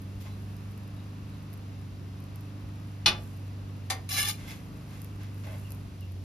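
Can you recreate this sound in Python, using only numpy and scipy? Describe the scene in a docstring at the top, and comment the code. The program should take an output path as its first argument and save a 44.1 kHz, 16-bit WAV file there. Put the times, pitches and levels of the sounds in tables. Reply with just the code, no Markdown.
"""Fried rice on a porch griddle

Close on a stereo pair, a spatula scoops rice off a steel griddle: it clangs on the wall, slaps down
flat, scrapes and squeals along the plate and shoves the heap. The hot plate sizzles faintly and spits
under the porch's short echo. Birds chirp out in the yard; far off, a lawn mower drones in the open air."""
import sys
import numpy as np
from scipy import signal
from scipy.fft import rfft, irfft
from scipy.io import wavfile

SR = 44100
rng = np.random.default_rng(int(sys.argv[2]) if len(sys.argv) > 2 else 0)


def log_audio(samples):
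    """Write samples as a 16-bit WAV file to the path given in sys.argv[1]."""
    # one column per channel
    frames = np.atleast_2d(samples).T
    # limit to full scale, then quantise
    limited = np.clip(frames, -1, 1)
    pcm = np.round(limited * 32767).astype(np.int16)
    wavfile.write(sys.argv[1], SR, pcm)


N = 275172
TIME = np.arange(N) / SR
TOP_HZ = 15600
# how alike the two microphones hear close sources, and distant ones: f/Hz, likeness/0-1
NEAR_LIKENESS = [(300, 0.98), (1400, 0.25), (4000, 0.45), (6500, 0.28), (8000, 1), (15000, 0.98)]
FAR_LIKENESS = [(60, 1), (140, 0.69), (290, 0.72), (640, 0.47), (1400, 0), (2000, 0.54), (4500, 0.24),
                (8000, 1)]


def spatula_blow(s, db, edge, modes_db, chatter_s=0.096, rise_s=0.0015):
    """The blade chatters briefly on the steel; an edge blow rings the griddle, a flat one the blade."""
    # modes of the griddle, and of the blade flat on the plate: f/Hz, level/dB, t60/s
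    griddle_modes = [(357, -23.5, 0.38), (842, -13, 0.34), (1174, -19, 0.35), (1452, -13.5, 0.12),
                     (2074, -13, 0.27), (2493, -6.5, 0.15), (2945, -2, 0.11), (3174, -8, 0.097),
                     (3480, -5, 0.17), (3580, -2, 0.071), (4120, 0, 0.085), (4165, -6, 0.1),
                     (4500, -9, 0.14), (4824, -7, 0.1), (5400, -7.5, 0.1)]
    blade_modes = [(764, -4, 0.39), (1147, -8.5, 0.2), (1830, -6, 0.27), (2100, -6, 0.25), (2330, -4, 0.13),
                   (3570, -4.5, 0.15), (4100, -6, 0.17), (4748, -7, 0.2), (5970, -15, 0.085),
                   (6560, -3, 0.09)]
    # dense ring of the steel, struck on the wall or flat: f/Hz, level/dB
    wall_spectrum = [(150, -8.5), (450, -14.5), (620, -4), (900, -5.5), (1450, 0.5), (1750, -5),
                     (2500, 0.5), (4000, 4), (5300, -1.5), (6400, -3.5), (7500, -18), (10000, -7),
                     (12000, -28), (14000, -23), (15500, -51)]
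    flat_spectrum = [(150, -10), (400, -8), (780, 0.5), (1100, 2.5), (1550, -6), (1900, 0), (3100, -3),
                     (4500, 0.5), (6000, -1), (8000, 0), (11000, -5), (15500, -19)]
    # decay of the dense ring: f/Hz, t60/s
    decays = [(300, 0.8), (900, 0.27), (2000, 0.23), (4000, 0.14), (8000, 0.11), (14000, 0.15)]
    crowd = steely(pair(dying_noise(decays), NEAR_LIKENESS))
    t = np.arange(crowd.shape[1]) / SR
    dense = edge * unit_rms(colour(crowd, wall_spectrum))
    dense += (1 - edge) * unit_rms(colour(crowd, flat_spectrum))
    modes = edge * ringing(griddle_modes, t) + (1 - edge) * ringing(blade_modes, t)
    contact = (1 - np.exp(-t / rise_s)) * (1 + .5 * np.exp(-(t / chatter_s) ** 2))
    ring = (dense + gain_of(modes_db) * modes) * contact * np.cos(np.pi / 2 * t / t[-1]) ** 2
    onset_rms = np.sqrt(np.mean(ring[:, t < .02] ** 2))
    return s, gain_of(db) * ring / onset_rms


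def spatula_scrape(bite_s=4.089, lift_s=4.298, attack_s=0.0023, build_s=0.035, release_db_per_s=404,
                   hold_db=-31, slips_per_s=1000, judder_db=1.2, stiffening_hz=63.6, drift_hz=19):
    """Tiny slips of the edge hiss and ring the blade, which stiffens as it bends under the rice."""
    # resonances of the pressed blade: f/Hz, level/dB
    resonances = [(765, -4.5), (1160, -1.5), (1690, -3), (2130, -2), (2330, 1), (2760, 2), (2960, -1),
                  (3440, -1), (3980, 1), (4520, -2), (5130, 0), (5530, -0.5), (5850, -6), (6120, -0.5),
                  (6620, -2), (7070, -1)]
    # rasp of the edge: f/Hz, level/dB
    rasp_spectrum = [(200, -14), (1000, -7.5), (2300, -0.5), (5000, -0.5), (7000, -3.5), (8500, -11),
                     (9400, 9.5), (10400, -7), (11300, -3.5), (12600, -6), (14200, -2), (15200, -38)]
    # extra pressure as the blade meets the heap: middle t/s, half length/s, rise/dB
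    pushes = [(4.191, 0.023, 4.5), (4.285, 0.02, 1.5)]
    t = np.arange(0, .4, 1 / SR)
    size, length_s = len(t), lift_s - bite_s
    push_db = swells(pushes, bite_s + t)
    pressure_db = hold_db - 7 * np.exp(-t / build_s) + push_db
    release_db = release_db_per_s * np.maximum(t - length_s, 0)
    pressure = np.minimum(t / attack_s, 1) * gain_of(pressure_db - release_db)
    bend_hz = stiffening_hz * np.minimum(t / length_s, 1) ** 2
    slips = unit_rms((rng.random(size) < slips_per_s / SR) * rng.standard_normal((2, size)))
    friction = pair(rng.standard_normal((2, size)) + .9 * slips, NEAR_LIKENESS)
    friction *= gain_of(judder_db * wander(80)[:size])
    ring = 0
    for hz, db in resonances:
        width_hz = 27 * np.sqrt(hz / resonances[0][0])
        # as the point of contact shifts, each resonance drifts and is caught more or less firmly
        catch = gain_of(db + 2.6 * wander(27)[:size])
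        pitch = hz + bend_hz + drift_hz * wander(8.2)[:size]
        mode = resonate(resonate(friction, pitch, width_hz), pitch, 8 * width_hz)
        ring += catch * unit_rms(mode)
    # pushing harder brings out the rasp more than the ring
    rasp = unit_rms(steely(colour(friction, rasp_spectrum))) * gain_of(.35 * push_db)
    return bite_s, pressure * (gain_of(-5) * unit_rms(ring) + gain_of(-1.5) * rasp)


def spatula_squeals(waver_hz=13, roughness=.3):
    """The edge grabs the plate and drives one of the blade's resonances into a short, rough squeal."""
    # grabs of the edge: middle t/s, half length/s, f/Hz, level/dB
    grabs = [(4.157, 0.032, 4020, -39), (4.187, 0.028, 1715, -39.5), (4.19, 0.018, 2150, -40),
             (4.217, 0.02, 5230, -39), (4.255, 0.024, 3490, -39), (4.27, 0.018, 1777, -43),
             (4.28, 0.026, 5170, -42), (4.502, 0.041, 3460, -60), (4.5, 0.03, 5290, -59)]
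    out = np.zeros(N)
    for s, half_s, hz, db in grabs:
        phase = 2 * np.pi * np.cumsum(hz + waver_hz * wander(80)) / SR
        tone = unit_rms(np.sin(phase) * (1 + roughness * wander(150)))
        out += tone * swells([(s, half_s, gain_of(db))], TIME)
    return out


def rice_shove(s, length_s, rise_s, db, low_hz, crumbs_per_s=900, octaves=2.97, release_db_per_s=220):
    """Rice cushions the blade: a rustle, crumbs of crust cracking and some of the griddle's hollow."""
    # hollow of the griddle under a heap of rice: f/Hz, width/Hz, level/dB
    hollow = [(603, 97, 18), (840, 46, 12), (1050, 23, 10.5), (1574, 290, 1), (2054, 120, 7), (2560, 89, 1),
              (3265, 55, 0)]
    t = np.arange(0, .3, 1 / SR)
    crumbs = unit_rms((rng.random(len(t)) < crumbs_per_s / SR) * rng.uniform(-0.69, 1, (2, len(t))))
    rub = unit_rms(pair(rng.standard_normal((2, len(t))) + gain_of(-1) * crumbs, NEAR_LIKENESS))
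    ring = sum(gain_of(level) * resonate(rub, np.full(len(t), hz), width) for hz, width, level in hollow)
    band = signal.butter(2, [low_hz, min(low_hz * 2 ** octaves, TOP_HZ)], "band", fs=SR, output="sos")
    rustle = unit_rms(signal.sosfilt(band, rub + gain_of(9) * unit_rms(ring)))
    release_db = release_db_per_s * np.maximum(t - length_s, 0)
    return s, rustle * np.minimum(t / rise_s, 1) * gain_of(db - release_db)


def sizzle(calm_db=-68, bursts_per_s=160, small_spits_per_s=6, small_spit_db=-55, spread_db=4):
    """Tiny steam bubbles burst on the plate; oil snaps, its small spits oftener and louder in a flare."""
    # flares where rice meets fresh hot steel: middle t/s, half length/s, rise/dB
    flares = [(.4, 0.41, 3), (3.26, 0.14, 5.5), (4.42, 0.27, 6.5), (4.5, 0.04, 5), (4.97, 0.15, 5.5),
              (5.57, 0.21, 8.5)]
    # colour of the fizz, and of one spit: f/Hz, level/dB
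    fizz_spectrum = [(1500, -11), (4000, -5.5), (6500, 3), (9300, 8.5), (11000, 2), (13500, 2.5),
                     (15500, -15)]
    snap_spectrum = [(1500, -12), (6000, -4), (10000, 3.5), (15000, 4.5)]
    # big spits of hot oil: t/s, level/dB
    big_spits = [(0.0195, -41), (0.5665, -43), (0.7189, -47), (0.7776, -43), (0.877, -46), (1.5306, -40),
                 (1.538, -39), (1.5754, -46), (2.2035, -44), (2.2399, -46), (2.3586, -38), (2.409, -43),
                 (3.2354, -44), (5.018, -34), (5.0458, -35), (5.234, -42), (5.3454, -46), (5.3808, -45),
                 (5.4694, -43), (5.7063, -35), (5.7201, -31), (5.7479, -42), (6.0092, -41), (6.1216, -45)]
    flare_db = swells(flares, TIME)
    bursting = rng.random(N) < bursts_per_s / SR
    strength = gain_of(spread_db * np.minimum(rng.exponential(1, N), 4))
    bursts = unit_rms(bursting * strength * rng.choice([-1, 1], (2, N)))
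    fizz = unit_rms(colour(rng.standard_normal((2, N)) + gain_of(-7) * bursts, fizz_spectrum))
    spitting = rng.random(N) < small_spits_per_s / SR * gain_of(flare_db)
    pops = spitting * gain_of(small_spit_db + flare_db / 2 + spread_db * rng.uniform(-1.4, 1, N))
    for s, db in big_spits:
        pops[round(s * SR)] = gain_of(db)
    t = np.arange(2048) / SR
    crack, echo = np.exp(-t / .0007), gain_of(-23) * np.exp(-t / .01)
    snap = rng.standard_normal((2, len(t))) * (crack + echo)
    spits = signal.oaconvolve(pops[None], snap, axes=1)[:, :N]
    return fizz * gain_of(calm_db + flare_db) + colour(spits, snap_spectrum)


def porch_echo(x, low_t60=0.4, high_t60=0.2):
    """The open porch answers with a short echo, its treble dying first."""
    tail = dying_noise([(300, low_t60), (10000, high_t60)])
    tail[:, :200] = 0  # gap before the first reflection
    return signal.fftconvolve(x, tail / np.linalg.norm(tail[0]), axes=1)[:, :N]


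def birds():
    """Short falling calls from the yard, some hoarse and some clear, blurred by their echoes."""
    # calls: t/s, length/s, start f/Hz, end f/Hz, level/dB, hoarseness as pitch scatter/Hz
    calls = [(0.272, 0.1, 4000, 3850, -70, 110), (.94, 0.089, 3900, 3800, -71, 99),
             (1.3, .09, 3980, 3830, -73, 140), (5.629, 0.063, 3055, 2450, -65, 15),
             (6.005, 0.045, 3050, 2490, -63, 15)]
    out = np.zeros((2, N))
    for s, length_s, start_hz, end_hz, db, scatter_hz in calls:
        size = round(length_s * SR)
        hz = np.linspace(start_hz, end_hz, size) + scatter_hz * wander(250)[:size]
        call = np.sin(2 * np.pi * np.cumsum(hz) / SR) * signal.windows.hann(size)
        add(out, s, gain_of(db) * unit_rms(call))
    return out + porch_echo(out)


def mower(firing_hz=25.05, blade_db=-39, exhaust_db=-46, deck_db=-57.5):
    """Far off, the blade passes four times a firing; the exhaust orders waver on their way over."""
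    # exhaust orders: multiple of the firing rate, level/dB
    exhaust_orders = [(3, -17), (5, -10.5), (6, -8), (7, -11.5), (8, -11.5), (9, -19), (10, -16.5),
                      (11, -16), (12, -15.5), (16, -24.5)]
    # whirr of the deck: f/Hz, level/dB
    whirr_spectrum = [(200, -8), (420, 4.5), (700, -2), (1120, 3), (1900, -5.5), (2400, -7), (2680, -2.5),
                      (3100, -12.5), (3600, -15.5), (3950, -13), (4400, -26), (8000, -39)]
    # thick grass drags the governed engine down: middle t/s, half length/s, firing rate lost/Hz
    loads = [(.12, .3, .8), (2.0, .3, 1.0), (3.35, .45, .62), (4.0, .2, 1.05), (5.55, .35, .3),
             (6.13, .26, 1.8)]
    # the blade tone fades and returns as the mower moves: middle t/s, half length/s, depth/dB
    fades = [(1.55, 1.5, 3), (4.68, 0.32, 11), (5.9, 0.073, 9)]
    # the blade tone's octave stands out at first: middle t/s, half length/s, rise/dB
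    octave_swells = [(0.1, 0.24, 7), (1.0, 0.5, 3.5)]
    sag_hz = swells(loads, TIME)
    angle = 2 * np.pi * np.cumsum(firing_hz - sag_hz) / SR
    tone = np.cos(4 * angle) * (1 + .054 * wander(7))
    orders = 0
    for order, db in exhaust_orders:
        phase = order * angle + 2 * np.pi * rng.random() + .25 * wander(3)
        octave_db = swells(octave_swells, TIME) if order == 8 else 0
        orders += gain_of(db + octave_db) * (1 + .22 * wander(3)) * np.cos(phase)
    blade = gain_of(blade_db - swells(fades, TIME)) * unit_rms(tone)
    # exhaust and deck quieten under load
    exhaust = gain_of(exhaust_db - 1.5 * sag_hz ** 2) * unit_rms(orders)
    deck = gain_of(deck_db - 2.5 * sag_hz ** 2) * distant_noise(whirr_spectrum)
    return pan(blade + exhaust + deck, left_db=-0.96)


def yard_air(level_db=-48, swell_db=0.8, rumble_hz=500):
    """Diffuse outdoor air: the rumble swells a little, the distant hiss stays even."""
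    # air of the yard: f/Hz, level/dB
    air_spectrum = [(20, -30), (35, -12), (50, 1.5), (90, 0), (160, -7.5), (280, -9), (420, -17),
                    (700, -19.5), (1200, -30), (2700, -29), (5000, -30.5), (15000, -54.5)]
    air = distant_noise(air_spectrum)
    rumble = colour(air, [(rumble_hz, 0), (2 * rumble_hz, -40)])
    hiss = air - rumble
    return pan(gain_of(level_db) * (hiss + rumble * gain_of(-swell_db * wander(3.9))), left_db=1.5)


def distant_noise(spectrum):
    """Coloured noise of rms 1, as the pair hears it from far away."""
    return unit_rms(pair(colour(rng.standard_normal((2, N)), spectrum), FAR_LIKENESS))


def ringing(modes, t, spread_rad=0.66):
    """Decaying sines that reach the two microphones slightly out of step."""
    out = 0
    for hz, db, t60 in modes:
        phase = 2 * np.pi * (hz * t + rng.random()) + spread_rad * rng.uniform(-1.5, 1, (2, 1))
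        out += gain_of(db - 60 * t / t60) * np.sin(phase)
    return unit_rms(out)


def steely(x):
    """Sheet steel's countless small resonances ripple the spectrum, most of all in the treble."""
    hz = np.arange(0, SR / 2, 70)
    ripple_db = 4.2 * np.minimum(hz / 7000, 1) * np.clip(rng.standard_normal(len(hz)), -2, 1.5)
    return colour(x, np.transpose([hz, ripple_db]))


def dying_noise(decays, size=22050):
    """Two channels of crowded modes, each band dying at its own speed."""
    hz, t, bands = signal.stft(rng.standard_normal((2, size)), SR, nperseg=256)
    decay = gain_of(-60 * t / value_at(decays, hz)[:, None])
    return signal.istft(bands * decay, SR, nperseg=256)[1][:, :size]


def resonate(x, hz, width_hz):
    """A resonance that follows the curve hz."""
    turn = np.exp(2j * np.pi * np.cumsum(hz) / SR)
    pole = np.exp(-np.pi * width_hz / SR)
    return 2 * (turn * signal.lfilter([1 - pole], [1, -pole], x / turn + 1e-18)).real


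def pair(x, likeness):
    """Makes two unrelated channels partly alike."""
    left, other = rfft(x)
    size = x.shape[1]
    same = value_at(likeness, np.fft.rfftfreq(size, 1 / SR))
    return irfft(np.array([left, same * left + np.sqrt(1 - same ** 2) * other]), size)


def pan(x, left_db):
    """Places a sound to the left or right."""
    return x * gain_of([[left_db / 2], [-left_db / 2]])


def colour(x, spectrum):
    """Filters by a spectrum of rows f/Hz, level/dB."""
    size = x.shape[-1]
    return irfft(rfft(x) * gain_of(value_at(spectrum, np.fft.rfftfreq(size, 1 / SR))), size)


def wander(rate_hz):
    """Random drift of rms 1, mostly slower than rate_hz."""
    hz = np.fft.rfftfreq(N, 1 / SR)
    return unit_rms(irfft(rfft(rng.standard_normal(N)) * np.exp(-(hz / rate_hz) ** 2), N))


def swells(rows, t):
    """Sum of bell curves, from rows of middle t/s, half length/s, height."""
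    return sum(height * np.exp(-((t - s) / half_s) ** 2) for s, half_s, height in rows)


def value_at(points, hz):
    """Reads a table along a logarithmic frequency axis."""
    f, value = np.transpose(points)
    return np.interp(np.log(hz + 1), np.log(f + 1), value)


def add(mix, s, sound):
    """Mixes a sound in at time s."""
    part = mix[..., round(s * SR):][..., :sound.shape[-1]]
    part += sound[..., :part.shape[-1]]


def gain_of(db):
    """Decibels to amplitude."""
    return 10 ** (np.asarray(db) / 20)


def unit_rms(x):
    """Scales to rms 1."""
    return x / np.sqrt(np.mean(x ** 2) + 1e-20)


def scene(echo_db=-15):
    """The griddle close to the microphones on the porch, the yard behind it."""
    # spatula blows: t/s, level/dB, contact (0 flat on the plate, 1 edge on the wall), clear modes/dB
    blows = [(3.059, -17, 0.96, 1.5), (3.0773, -27, 0.78, 3), (3.9, -28, .02, -3)]
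    # soft shoves through the rice: t/s, length/s, rise/s, level/dB, lowest f/Hz
    shoves = [(0.2, 0.022, 0.0086, -54.5, 2980), (0.249, 0.021, 0.0089, -52.5, 940),
              (4.368, 0.088, 0.023, -54, 1200), (4.455, 0.065, 0.041, -45, 1520),
              (4.869, 0.11, 0.057, -57.5, 1170), (5.188, 0.049, 0.021, -55, 1120),
              (5.435, 0.009, 0.004, -52, 1090), (5.444, 0.098, 0.029, -49.5, 477)]
    # how much the steel favours the left microphone: f/Hz, left over right/dB
    leftward = [(400, -4), (1200, 0.5), (2400, -0.5), (4400, 4.5), (8000, -0.5)]
    steel = np.zeros((2, N))
    for row in blows:
        add(steel, *spatula_blow(*row))
    add(steel, *spatula_scrape())
    steel += spatula_squeals()
    for row in shoves:
        add(steel, *rice_shove(*row))
    for side, sign in enumerate((1, -1)):
        steel[side] = colour(steel[side], [(hz, sign * db / 2) for hz, db in leftward])
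    near = steel + pair(sizzle(), NEAR_LIKENESS)
    echo = gain_of(echo_db) * pair(porch_echo(near), NEAR_LIKENESS)
    return near + echo + mower() + yard_air() + birds()


def record(dry):
    """The two microphone ports part in phase through the treble; the band ends at TOP_HZ."""
    # phase between the ports: f/Hz, lead of the left/rad
    port_phase = [(350, 0), (900, .8), (2000, .4), (4400, .65), (6100, -1), (8350, -3.14), (10000, -4.6),
                  (11500, -6.1), (12700, -6.6), (14000, -7.9), (15500, -9.4)]
    turn = np.exp(.5j * value_at(port_phase, np.fft.rfftfreq(N, 1 / SR)))
    heard = irfft(rfft(dry) * np.array([turn, turn.conj()]), N)
    lowpass = signal.firwin(255, TOP_HZ, window=("kaiser", 9), fs=SR)
    return signal.oaconvolve(heard, lowpass[None], "same")


dry = scene()
out = record(dry)
log_audio(out)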